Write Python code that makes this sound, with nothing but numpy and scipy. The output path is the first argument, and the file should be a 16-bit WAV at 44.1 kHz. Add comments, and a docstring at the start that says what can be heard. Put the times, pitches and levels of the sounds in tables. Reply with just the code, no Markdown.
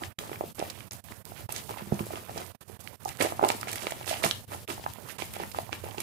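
"""Wet squelches and pops, close on the right: two hands knead a lathered sponge over a basin.
Air pockets ring as damped resonators, the smaller the higher, so large ones squelch and fine foam fizzes.
Soap films snap, crack and tear; knuckles excite the basin's modes; basin and walls add a short echo.
Behind it the foam hisses and the room hums low. The left microphone port hears the hands later and softer.
Each channel drops out at its own listed times, then recovers within 1 to 43 ms."""
import sys
import numpy as np
from scipy import signal
from scipy.io import wavfile

SR = 44100
rng = np.random.default_rng(int(sys.argv[2]) if len(sys.argv) > 2 else 0)


def to_wav(s):
    """Save 16-bit WAV."""
    ch = np.atleast_2d(s).T  # columns
    pcm = np.round(np.clip(ch, -1, 1) * 32767)  # PCM
    wavfile.write(sys.argv[1], SR, pcm.astype(np.int16))


N = 265482

# The hands' steady pressure. 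Each row: time in seconds, relative level in dB.
PRESSURE = [(0, -75), (.1, -88), (.25, -44), (.5, -71), (.75, -40.5), (1.05, -64), (1.2, -73), (1.4, -56),
            (1.75, -48.5), (2.2, -44), (2.55, -50), (3.0, -54.5), (3.3, -41), (3.8, -43), (4.2, -37.5),
            (4.45, -71), (4.8, -63), (5.1, -40.5), (5.3, -53), (6.02, -53)]
# Squeezes of the sponge. Each row: time of full strength and hold in seconds, then the levels
# of squelch, crackle and fizz in dB.
SQUEEZES = [(0.021, 0.0095, -36.5, -61, -50), (0.188, 0.061, -43.5, -55, -42.5),
            (0.321, 0.022, -40.5, -53.5, -70), (.412, .01, -60, -71, -58), (0.591, 0.0033, -36, -32, -56),
            (.63, 0.073, -51, -69, -69), (.918, 0.013, -60, -56, -46), (1.045, .03, -76, -77, -66),
            (1.11, 0.0088, -45, -61, -43.5), (1.247, 0.0048, -45.5, -68, -53),
            (1.362, 0.036, -46.5, -47.5, -46), (1.496, 0.056, -47, -44, -45), (1.549, 0.037, -45, -45, -37),
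            (1.695, 0.047, -40, -49, -55), (1.771, 0.0074, -34, -44, -48), (1.922, 0.0097, -39, -54, -44),
            (1.992, 0.011, -39, -63, -43.5), (2.12, 0.056, -38, -50, -40.5),
            (2.29, 0.0056, -43.5, -48, -58), (2.359, 0.049, -38, -45, -58), (2.93, 0.018, -48, -55, -51),
            (3.082, 0.044, -55, -46, -41), (3.206, 0.014, -25.5, -27, -24.5),
            (3.427, 0.019, -30.5, -61, -36), (3.49, 0.022, -31.5, -47, -34),
            (3.612, 0.013, -51, -48.5, -43), (3.683, 0.011, -38, -37, -34), (3.72, 0.14, -43.5, -44, -39),
            (3.818, 0.035, -38, -38, -37), (4.076, 0.039, -42, -30, -26.5),
            (4.236, 0.021, -28, -35.5, -22.5), (4.517, 0.022, -40.5, -42, -44),
            (4.693, 0.004, -32, -36.5, -31), (5.089, 0.016, -55, -43, -44),
            (5.186, 0.03, -44, -40.5, -36.5), (5.341, 0.035, -48, -43.5, -45),
            (5.395, 0.047, -38.5, -44, -45.5), (5.562, 0.0069, -39, -44, -37),
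            (5.726, 0.0052, -36.5, -45, -62), (5.843, 0.073, -45.5, -49.5, -54),
            (5.981, .04, -44, -47, -39)]
# Each list gives squelch, crackle, fizz.
GRIP_DB_PER_S = [1100, 1200, 1198]
RELEASE_DB_PER_S = [296, 283, 222]
STEADY_DB, PRESSURE_SHARE = [-54.5, -60.5, -50.5], [0.63, 0.84, 0.14]

def kneading():
    """Gains of squelch, crackle and fizz: steady pressure and exponential squeezes add in power."""
    t = np.arange(0, N + 64, 64) / SR
    pressure = np.interp(t, *np.transpose(PRESSURE))
    full, held, *peaks_db = np.transpose(SQUEEZES)
    since, gains = t - full[:, None], []
    for k, db in enumerate(peaks_db):
        release_db = RELEASE_DB_PER_S[k] * np.maximum(since - held[:, None], 0)
        loss_db = np.maximum(-GRIP_DB_PER_S[k] * since, release_db)
        steady = from_db(STEADY_DB[k] + PRESSURE_SHARE[k] * (pressure - pressure.mean()))
        gain = np.sqrt(steady ** 2 + np.sum(from_db(db[:, None] - loss_db) ** 2, axis=0))
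        gains.append(np.interp(np.arange(N) / SR, t, gain))
    return gains

# Spectra of large, middling and fine bubbles. Each row: frequency in Hz, relative level in dB.
SQUELCH = [(230, -26.5), (290, 3), (370, 4.5), (490, -10.5), (620, -3.5), (800, 2.5), (1000, 0.5),
           (1200, -19.5)]
CRACKLE = [(1100, -15), (1500, 4), (2000, 1.5), (2600, 4), (3300, -5), (4300, -34)]
SQUEEZED_FIZZ = [(3000, -0.5), (4500, 0), (6500, -4), (9000, 4.5), (12000, 5), (15500, -4)]
HARD_SQUEEZE_DB, WET_HZ = -33, 6000   # water's muffling of the fizz is complete at this level

def lather():
    """Bubble resonance rises as size falls: large pockets squelch, middling ones crackle, fine fizz."""
    squelch_gain, crackle_gain, fizz_gain = kneading()
    squelch = bubbles(900, SQUELCH, cycles=5.0, spread_db=1.94, clump_db=4.5, patchy_db=2.0)
    crackle = bubbles(1200, CRACKLE, cycles=6.3, spread_db=1.42, clump_db=7.0, patchy_db=3.0)
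    fizz = bubbles(6000, SQUEEZED_FIZZ, cycles=5.8, spread_db=1.2, clump_db=5.5, patchy_db=3.0)
    wet = np.minimum(fizz_gain / from_db(HARD_SQUEEZE_DB), 1)
    fizz = (1 - wet) * fizz + wet * butterworth(fizz, 1, WET_HZ)
    return (both_ports(squelch_gain * soften(squelch, top_hz=1470), left_db=-8.5, shadow_hz=3000)
            + both_ports(crackle_gain * crackle, left_db=-15.5, shadow_hz=3000)
            + both_ports(fizz_gain * fizz, left_db=-33, shadow_hz=9000))

def bubbles(per_s, spectrum, cycles, spread_db, clump_db, patchy_db, count=14):
    """Shot noise: clumped random impulses ring resonators that fall 60 dB in `cycles`; unit power."""
    sizes = from_db(spread_db * np.minimum(rng.exponential(1, N), 4)) * rng.choice([-1, 1], N)
    chance = rng.random(N)
    clumping = from_db(clump_db * (.7 * drift(15) + .7 * drift(90)))
    born = chance < per_s * clumping / SR
    resonator = rng.integers(0, count, N)
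    out = 0
    for k, hz in enumerate(np.geomspace(spectrum[0][0], spectrum[-1][0], count)):
        patches = from_db(at_hz(spectrum, hz) + patchy_db * drift(14.8))
        out = out + hz * ring(patches * sizes * born * (resonator == k), hz, cycles / hz)
    return unit_power(out)

def bursts(rows, cycles, left_db, rise, spray_db, spray_cycles, spray_stretch, lead_s=0, size=2048):
    """Damped oscillation: each pocket rings with a noisy spray, its pitch climbing as it empties."""
    out, t = np.zeros((2, N + 2 * size)), np.arange(size) / SR
    for (start, db, hz), noise in zip(rows, rng.standard_normal((len(rows), size + 2))):
        ring_cycles = cycles * np.exp(.25 * noise[-1])   # uneven from burst to burst
        turns = hz * t
        swell = np.minimum(turns / 0.47, 1)   # the wall opens within the first cycle
        tone = np.sin(2 * np.pi * turns * (1 + rise * turns)) * from_db(-60 * turns / ring_cycles)
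        spray = unit_power(ring(noise[:size], hz, spray_cycles / hz))
        spray *= from_db(spray_db - 60 * turns / (spray_stretch * ring_cycles))
        sound = from_db(db) * soften(swell * (tone + spray), top_hz=min(3.6 * hz, 18000))
        deep_db = -7 * max(np.log2(700 / hz), 0)   # deep pockets are fainter on the left
        at = round((start - lead_s) * SR)
        left_at = at + LEFT_LAG_SAMPLES
        out[1, at:at + size] += sound
        out[0, left_at:left_at + size] += from_db(left_db + deep_db + 0.47 * noise[-2]) * sound
    return out[:, :N]

# Air pockets bursting in the sponge. Each row: time in seconds, level in dB, pitch in Hz.
POPS = [(.2103, -26.5, 500), (.2959, -20.5, 730), (.3161, -20.5, 430), (.4098, -10, 633), (.4385, -21, 432),
        (.5976, -17.5, 430), (.616, -20, 700), (.6256, -9, 602), (1.0862, -30, 1020), (1.122, -38, 760),
        (1.3202, -23.5, 700), (1.4921, -15, 870), (1.6938, -21, 865), (1.7083, -18, 804),
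        (1.7414, -23, 1010), (1.7738, -24.5, 820), (1.9218, -12, 433), (1.9937, -19.5, 1020),
        (2.0669, -24.5, 447), (2.1062, -23, 660), (2.1368, -21.5, 410), (2.2952, -23.5, 680),
        (2.3605, -25, 470), (2.3763, -20, 626), (2.549, -34, 680), (2.6149, -39, 705), (2.6976, -27, 395),
        (3.1028, -31, 756), (3.2045, -13, 440), (3.2085, -16, 500), (3.2125, -11.5, 500),
        (3.2165, -12, 533), (3.2224, -7.5, 443), (3.2325, -28, 520), (3.2395, -21, 580), (3.2487, -12, 426),
        (3.2545, -18, 610), (3.2608, -16, 585), (3.2705, -17, 634), (3.3227, -14.5, 647),
        (3.3944, -10, 734), (3.4133, -17, 734), (3.43, -16, 1150), (3.4385, -14, 1250), (3.463, -19, 760),
        (3.47, -21, 700), (.64, -26, 660), (.655, -28, 650), (3.428, -4.5, 560), (3.4321, -16, 406),
        (3.4348, -7, 360), (3.4375, -8, 434), (3.44, -3.5, 780), (3.449, -7, 750), (3.4565, -15, 414),
        (3.4815, -22, 500), (3.5027, -6, 830), (3.6312, -14.5, 1270), (3.673, -20.5, 700),
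        (3.8695, -13, 493), (3.9218, -16, 640), (4.0121, -22.5, 820), (4.0685, -24.5, 700),
        (4.0775, -24.5, 624), (4.0904, -19.5, 620), (4.129, -16, 680), (4.143, -23, 700), (4.162, -25, 680),
        (4.208, -38, 620), (4.2399, -10.5, 500), (4.2447, -10.5, 613), (4.2562, -12.5, 442),
        (4.2635, -11, 1000), (4.5195, -29, 690), (4.5482, -22, 760), (4.7033, -26, 965),
        (4.7794, -24.5, 780), (4.7965, -24.5, 540), (4.841, -27, 790), (4.8636, -9, 910),
        (4.9856, -26, 610), (5.1922, -28, 910), (5.2221, -19, 910), (5.2225, -21.5, 380),
        (5.3656, -20.5, 644), (5.4007, -20.5, 760), (5.402, -24, 393), (5.435, -18, 1040),
        (5.4355, -22.5, 388), (5.456, -34, 750), (5.5474, -17.5, 1080), (5.5873, -17.5, 670),
        (5.6931, -23.5, 775), (5.633, -28, 724), (5.7285, -23, 420), (5.8393, -20, 480), (5.857, -26, 700),
        (5.866, -28, 520), (5.888, -26, 750), (5.898, -29, 760), (5.9455, -27, 727), (4.96, -32, 800),
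        (3.845, -21, 400), (3.74, -25, 500), (5.982, -22.5, 413)]

def pops():
    """Free vibration of bursting air pockets, each starting to open just before its first crest."""
    return bursts(POPS, cycles=6.2, left_db=-8, rise=0.0015,
                  spray_db=-9.0, spray_cycles=6.4, spray_stretch=1.11, lead_s=0.00074)

# Air modes between the palms. Each row: frequency in Hz, coupling in dB, 60 dB decay time in seconds.
PALM_MODES = [(354, -19.5, 0.036), (700, -30, 0.016), (830, -10, 0.007)]

def cupped_palms(x):
    """Cavity resonance: the air between the palms rings on after each pop."""
    return x + sum(from_db(db) * 2 * np.pi * hz / SR * ring(x, hz, t60) for hz, db, t60 in PALM_MODES)

# Round bubbles. Each row: start in seconds, level in dB, pitch in Hz.
PLOPS = [(3.0545, -22, 800), (3.075, -31, 830), (4.108, -21, 670)]

def plops(swell_cycles=3.5, fade_cycles=2.5, size=2048):
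    """Amplitude modulation: a bubble's one clear pitch swells, flutters and fades."""
    out = np.zeros(N + size)
    for (start, db, hz), noise in zip(PLOPS, rng.standard_normal((len(PLOPS), size))):
        turns, at = hz * np.arange(size) / SR, round(start * SR)
        envelope = np.exp(-((turns - swell_cycles) / fade_cycles) ** 2)
        flutter = 1 + .45 * unit_power(soften(noise, top_hz=hz / 2))
        out[at:at + size] += from_db(db) * envelope * flutter * np.sin(2 * np.pi * turns)
    return both_ports(out[:N], left_db=-9.5, shadow_hz=3000)

# Soap films snapping. Each row: start in seconds, level in dB, pitch in Hz.
SNAPS = [(0.0359, -13, 2140), (0.1882, -12, 3000), (.1899, -10, 6000), (0.3305, -20, 2100),
         (.358, -18, 2290), (0.6253, -30, 2260), (0.806, -22.5, 2300), (0.9109, -15, 5500),
         (0.9207, -26, 2400), (1.0412, -23, 10450), (1.066, -26, 8000), (1.0863, -25.5, 1760),
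         (1.1216, -21, 1960), (1.4919, -27, 5000), (1.5844, -26, 2190), (1.6924, -20.5, 2730),
         (1.7867, -23, 1470), (1.9937, -17, 2270), (2.1567, -17, 2530), (2.6109, -27, 10800),
         (2.8748, -14, 2370), (3.0835, -21.5, 2180), (3.2093, -5, 1970), (3.2245, -17, 1990),
         (3.2131, -22, 3080), (3.4485, -10, 2670), (3.4892, -24, 2340), (3.5024, -3, 2730),
         (3.5192, -10, 4770), (3.6308, -19, 2400), (3.6725, -19, 2200), (3.6828, -15, 2100),
         (3.6925, -18, 3500), (3.696, -17, 2200), (3.724, -20, 2500), (3.7318, -17, 1900),
         (3.7572, -20, 1840), (3.7757, -20, 1600), (3.807, -22, 5000), (3.8775, -21, 2000),
         (3.9069, -21, 1900), (4.0287, -26, 2370), (4.0441, -23, 2110), (4.936, -24, 3300),
         (5.3377, -21, 2400), (5.3572, -23, 2480), (5.4041, -22, 2070), (5.5153, -24, 2000),
         (5.667, -28, 2200), (5.7505, -22, 2200), (6.0037, -14, 2340), (3.7819, -16, 3080),
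         (3.822, -19, 2500), (3.8445, -21, 2520), (3.8688, -6.5, 2350), (3.9214, -13, 2600),
         (4.0608, -13, 6000), (4.0765, -20, 2110), (4.0957, -9, 4000), (4.2393, -1.5, 2230),
         (4.2578, -33, 2150), (4.3111, -0.5, 3240), (4.678, -19.5, 2640), (4.702, -14, 2600),
         (4.8397, -22, 2700), (4.8635, -38, 2240), (4.9366, -16, 11500), (5.091, -26, 1840),
         (5.1854, -24, 3000), (5.192, -19, 1980), (5.2215, -11, 2340), (5.3381, -10.5, 11090),
         (5.4361, -21, 1980), (5.5734, -23, 2400), (5.5866, -14.5, 2720), (5.729, -4, 2540),
         (5.7385, -17.5, 3060), (5.8438, -20.5, 2330), (5.9108, -22, 3130), (5.982, -11.5, 2710)]

def snaps():
    """Rupture sets off a brief high ring, dulled on the left by the hands' acoustic shadow."""
    left, right = bursts(SNAPS, cycles=5.5, left_db=-9, rise=0.0019,
                         spray_db=-16.0, spray_cycles=3.8, spray_stretch=5.7)
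    return np.array([soften(left, top_hz=3200), right])

# Large films cracking. Each row: start in seconds, peak in dB, lower and upper band edges in Hz.
CRACKS = [(.5545, -27, 6000, 15000), (1.2536, -20, 2500, 15500), (1.5248, -8, 8000, 13500),
          (1.9437, -24, 2800, 10000), (2.4645, -25, 1500, 12000), (3.034, -28, 7000, 15500),
          (3.051, -17, 4500, 15000), (3.0835, -23, 2000, 13000), (3.0908, -14, 1800, 12000),
          (3.172, -23, 2000, 12500), (3.2241, -10, 5000, 13500), (3.4485, -18, 7500, 12500),
          (3.4893, -4, 2000, 12000), (3.7162, -15, 3500, 13000), (3.7576, -11, 4000, 15500),
          (4.2465, -14, 6000, 13000)]

def cracks(spray_db=-16.5, spray_s=0.00072, size=512):
    """An impulse is broadband: one click and a brief spray of droplets fill each film's band."""
    out, t = np.zeros(N + size), np.arange(size) / SR
    for (start, db, low_hz, high_hz), noise in zip(CRACKS, rng.standard_normal((len(CRACKS), size))):
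        burst = (t == 0) + from_db(spray_db) * noise * np.exp(-t / spray_s)
        click = butterworth(burst, 2, [low_hz, high_hz], "band")
        at = round(start * SR)
        out[at:at + size] += from_db(db) * click / np.abs(click).max()
    return both_ports(out[:N], left_db=-15, shadow_hz=6000)

# Films tearing slowly. Each row: start in seconds, relative level in dB, pitch in Hz, length in seconds.
TEARS = [(0.592, -22.5, 4770, 0.0032), (0.699, -26, 4000, 0.0079), (0.917, -34.5, 8000, 0.011),
         (0.931, -31, 9000, 0.0066), (1.521, -27, 9600, 0.0079), (1.562, -21, 4240, 0.005),
         (1.579, -31, 7000, 0.0045), (2.377, -28.5, 3800, 0.009), (2.803, -37.5, 9600, 0.017),
         (3.225, -21, 9000, 0.01), (3.484, -20.5, 7000, 0.006), (3.611, -26.5, 7100, 0.0054),
         (3.729, -23, 7700, 0.0073), (3.907, -27, 7900, 0.0071), (4.094, -26, 5000, 0.007),
         (4.247, -33, 8800, 0.0065), (4.31, -25, 4000, 0.0071), (5.335, -33, 9100, 0.0038),
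         (5.515, -30.5, 4600, 0.0079), (6.002, -21, 9610, 0.0055)]

def tears(ticks_per_s=7000, size=1024):
    """A random impulse train: uneven ticks rattle and fade as a film runs open."""
    out, t = np.zeros(N + size), np.arange(size) / SR
    for (start, db, hz, length), (chance, noise) in zip(TEARS, rng.random((len(TEARS), 2, size))):
        ticks = (chance < ticks_per_s / SR) * (2 * noise - 1)
        envelope = np.minimum(t / 0.00085, 1) * from_db(-9.0 * (t / length) ** 2)
        at = round(start * SR)
        out[at:at + size] += from_db(db - 4.5) * envelope * unit_power(ring(ticks, hz, 2.0 / hz))
    return both_ports(out[:N], left_db=-23, shadow_hz=4000)

# Knuckles against the basin. Each row: start in seconds, relative level in dB.
KNOCKS = [(1.821, -24.5), (1.872, -27), (1.922, -9.5), (2.006, -14.5), (4.2556, -21.5)]
# The basin's modes. Each row: frequency in Hz, relative level in dB, 60 dB decay time in seconds.
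BASIN_MODES = [(112.4, -11.5, 0.42), (152, 3.5, 0.049), (200.3, -4.5, 0.18), (339, -7, 0.11)]

def basin():
    """Modal vibration: a soft blow excites every mode of the basin with a strength of its own."""
    at, out = [round(start * SR) for start, _ in KNOCKS], np.zeros(N)
    for hz, mode_db, t60 in BASIN_MODES:
        blows = np.zeros(N)
        blows[at] = from_db(np.array(KNOCKS)[:, 1] + mode_db + rng.normal(0, 1.54, len(at)))
        out += ring(blows, hz, t60)
    return from_db(-7.5) * soften(both_ports(out, left_db=-8.5, shadow_hz=3000), top_hz=500)

def echoes(x, t60_s, build_s, dull_hz, size=16384):
    """Reverberation: dense reflections off basin and walls build and decay, different at each port."""
    t = np.arange(size) / SR
    envelope = np.minimum(t / build_s, 1) * from_db(-60 * t / t60_s)
    tails = butterworth(rng.standard_normal((2, size)), 1, dull_hz) * envelope
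    tails = butterworth(tails, 1, 550, "high")   # foam in the basin returns little bass
    tails /= np.sqrt(np.sum(tails ** 2, axis=1, keepdims=True))
    return from_db([[-11.5], [-16.5]]) * signal.fftconvolve(x[None], tails, axes=1)[:, :N]

# Spectrum of the foam lying in the basin. Each row: frequency in Hz, relative level in dB.
FOAM = [(3000, 23), (4500, -1), (6500, -25), (9000, -7), (12000, 13), (15500, -19)]

def settling_foam():
    """Superposition: countless tiny bursts merge into a hiss, nearer the left port."""
    hiss = bubbles(20000, FOAM, cycles=1.6, spread_db=0.6, clump_db=4.5, patchy_db=4.5)
    return from_db([[-52], [-62]]) * hiss

# The room's low resonances. Each row: frequency in Hz, bandwidth in Hz, level in dB.
HUM = [(94.2, 15.2, -49.5), (206, 26, -55.5)]

def hum(left_lag_s=0.00324):
    """Narrowband noise wavers: two resonances hum, partly shared by the ports."""
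    out = 0
    for hz, width_hz, db in HUM:
        shared, left, right = ring(rng.standard_normal((3, N)), hz, np.log(1000) / np.pi / width_hz)
        delayed = np.roll(shared, round(left_lag_s * SR))
        out = out + from_db(db) * unit_power(np.array([delayed + 1.18 * left, shared + 1.01 * right]))
    return out

# Spectrum of the room's noise. Each row: frequency in Hz, relative level per Hz in dB.
ROOM = [(18, -49), (30, -4), (71, 3), (100, 10), (273, -10), (526, -4.5), (616, -7), (1540, -13),
        (2290, -15), (6380, -27.5), (11100, -18), (14800, -13.5), (16000, -33)]
# Likeness of that noise at the two ports. Each row: frequency in Hz, correlation from 0 to 1.
ROOM_COHERENCE = [(60, 1), (300, 1), (1000, 0.077), (16000, .02)]

def room_noise(flicker_db=3.0):
    """Partial coherence: flickering half-octave bands, alike at both ports only in the bass."""
    out, edges = 0, 30 * 2 ** np.arange(0, 9.3, .5)
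    white = rng.standard_normal((2, 2, N))
    for k, (low, high) in enumerate(zip(edges, edges[1:])):
        mid, side = butterworth(white[k % 2], 2, [low, high], "band")
        hz = np.sqrt(low * high)
        alike = at_hz(ROOM_COHERENCE, hz)
        gain = from_db(at_hz(ROOM, hz) + flicker_db * drift(21.0))
        out = out + gain * (np.sqrt(1 + alike) * mid + np.sqrt(1 - alike) * side * [[1], [-1]])
    return from_db([[-49], [-46]]) * unit_power(out)

LEFT_LAG_SAMPLES = 18

def both_ports(x, left_db, shadow_hz):
    """Path difference and shadowing: the left port hears the hands later, softer and dulled."""
    dull = butterworth(x, 1, shadow_hz)
    return np.array([from_db(left_db) * np.roll(dull, LEFT_LAG_SAMPLES), x])

def ring(clicks, hz, t60):
    """Damped resonator: a unit click starts a tone of height 1, with no net push."""
    r, w = from_db(-60 / (t60 * SR)), 2 * np.pi * hz / SR
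    return signal.lfilter([.5, 0, -.5], [1, -2 * r * np.cos(w), r * r], clicks + 1e-18)

def soften(x, top_hz):
    """Absorption of treble, as by wet foam around a source."""
    return butterworth(x, 3, top_hz)

def butterworth(x, order, hz, kind="low"):
    """Filter with a maximally flat passband."""
    return signal.sosfilt(signal.butter(order, hz, kind, fs=SR, output="sos"), x)

def drift(hz):
    """Low-passed noise: a slow random wander of unit power."""
    r = np.exp(-80 * np.pi * hz / SR)   # one step per 40 samples
    slow = signal.lfilter([1], [1, -2 * r, r * r], rng.standard_normal(N // 40 + 2002))[2000:]
    return np.interp(np.arange(N) / 40, np.arange(len(slow)), unit_power(slow))

def at_hz(points, hz):
    """Interpolation of a spectrum on log frequency."""
    frequencies, values = np.transpose(points)
    return np.interp(np.log(hz), np.log(frequencies), values)

def from_db(db):
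    """Amplitude ratio of a level."""
    return 10 ** (np.asarray(db) / 20)

def unit_power(x):
    """Normalisation to a mean square of 1."""
    return x / np.sqrt(np.mean(x ** 2) + 1e-20)

def scene():
    """Superposition of the hands' direct sound, its reflections and the background."""
    background = room_noise() + hum() + settling_foam()
    popping, snapping = pops(), snaps()
    hands = lather() + cupped_palms(popping) + plops() + snapping + cracks() + tears() + basin()
    return hands + echoes(hands[1], t60_s=0.3, build_s=0.0011, dull_hz=11200) + background

# Dropouts of one channel. Each row: the two ends of the dip's floor in seconds, depth in dB,
# recovery time in seconds, channel (0 left, 1 right).
DROPOUTS = [(0.142, 0.183, -57, .003, 0), (0.53, .562, -20, .026, 0), (0.746, 0.78, -29, 0.025, 0),
            (0.848, 0.906, -35, .003, 0), (1.01, 1.059, -50, 0.04, 0), (1.161, 1.254, -39, 0.043, 0),
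            (1.351, 1.375, -30, 0.023, 0), (1.462, 1.487, -33, 0.0023, 0), (1.652, 1.683, -26, 0.0064, 0),
            (1.752, 1.778, -18, 0.0033, 0), (1.84, 1.868, -11, .003, 0), (2.252, 2.284, -21, 0.0066, 0),
            (2.476, 3.044, -37, 0.009, 0), (2.566, 2.594, -25, .004, 0), (3.146, 3.181, -33, 0.017, 0),
            (3.81, 3.823, -12, .003, 0), (4.059, 4.072, -23, 0.0027, 0), (4.24, 4.231, -18, .003, 0),
            (4.431, 4.458, -20, 0.032, 0), (4.663, 4.674, -24, 0.014, 0), (4.96, 5.009, -37, 0.032, 0),
            (5.046, 5.099, -8, .006, 0), (5.137, 5.215, -33.5, 0.0045, 0), (5.519, 5.534, -16, .003, 0),
            (5.668, 5.7, -22, .023, 0), (5.82, 5.835, -14, .005, 0), (5.905, 5.941, -13, 0.0073, 0),
            (5.965, 5.974, -14, .003, 0), (0.145, 0.183, -40, 0.003, 1), (5.176, 5.183, -14, .001, 1),
            (0.539, 0.545, -26, .003, 1), (0.899, 0.908, -30, .0025, 1), (1.014, 1.038, -22, 0.003, 1),
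            (1.477, 1.4895, -28, 0.0015, 1), (1.236, 1.2405, -28, 0.012, 1),
            (2.526, 2.546, -12.5, 0.0023, 1), (2.572, 2.605, -36, 0.004, 1),
            (2.641, 2.676, -13.5, 0.0024, 1), (2.779, 2.79, -21, 0.0032, 1), (2.965, 2.994, -18, 0.01, 1),
            (4.459, 4.476, -20, .003, 1), (4.663, 4.674, -29, 0.003, 1)]
FADE_DB_PER_S = [882, 1917]   # left, right

def record(dry):
    """Band limiting and gain dips: deep bass and top are cut; each channel drops out at set times."""
    t, level_db = np.arange(N) / SR, np.zeros((2, N))
    for lowest, returns, depth_db, recovery_s, side in DROPOUTS:
        fade_s = abs(depth_db) / FADE_DB_PER_S[side]
        edges = np.sort([lowest - fade_s, lowest, returns, returns + recovery_s])
        level_db[side] += np.interp(t, edges, [0, depth_db, depth_db, 0])
    heard = butterworth(dry, 2, 70, "high") * from_db(level_db)
    return signal.sosfilt(signal.cheby2(14, 70, 16400, fs=SR, output="sos"), heard)

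dry = scene()
out = record(dry)
to_wav(out)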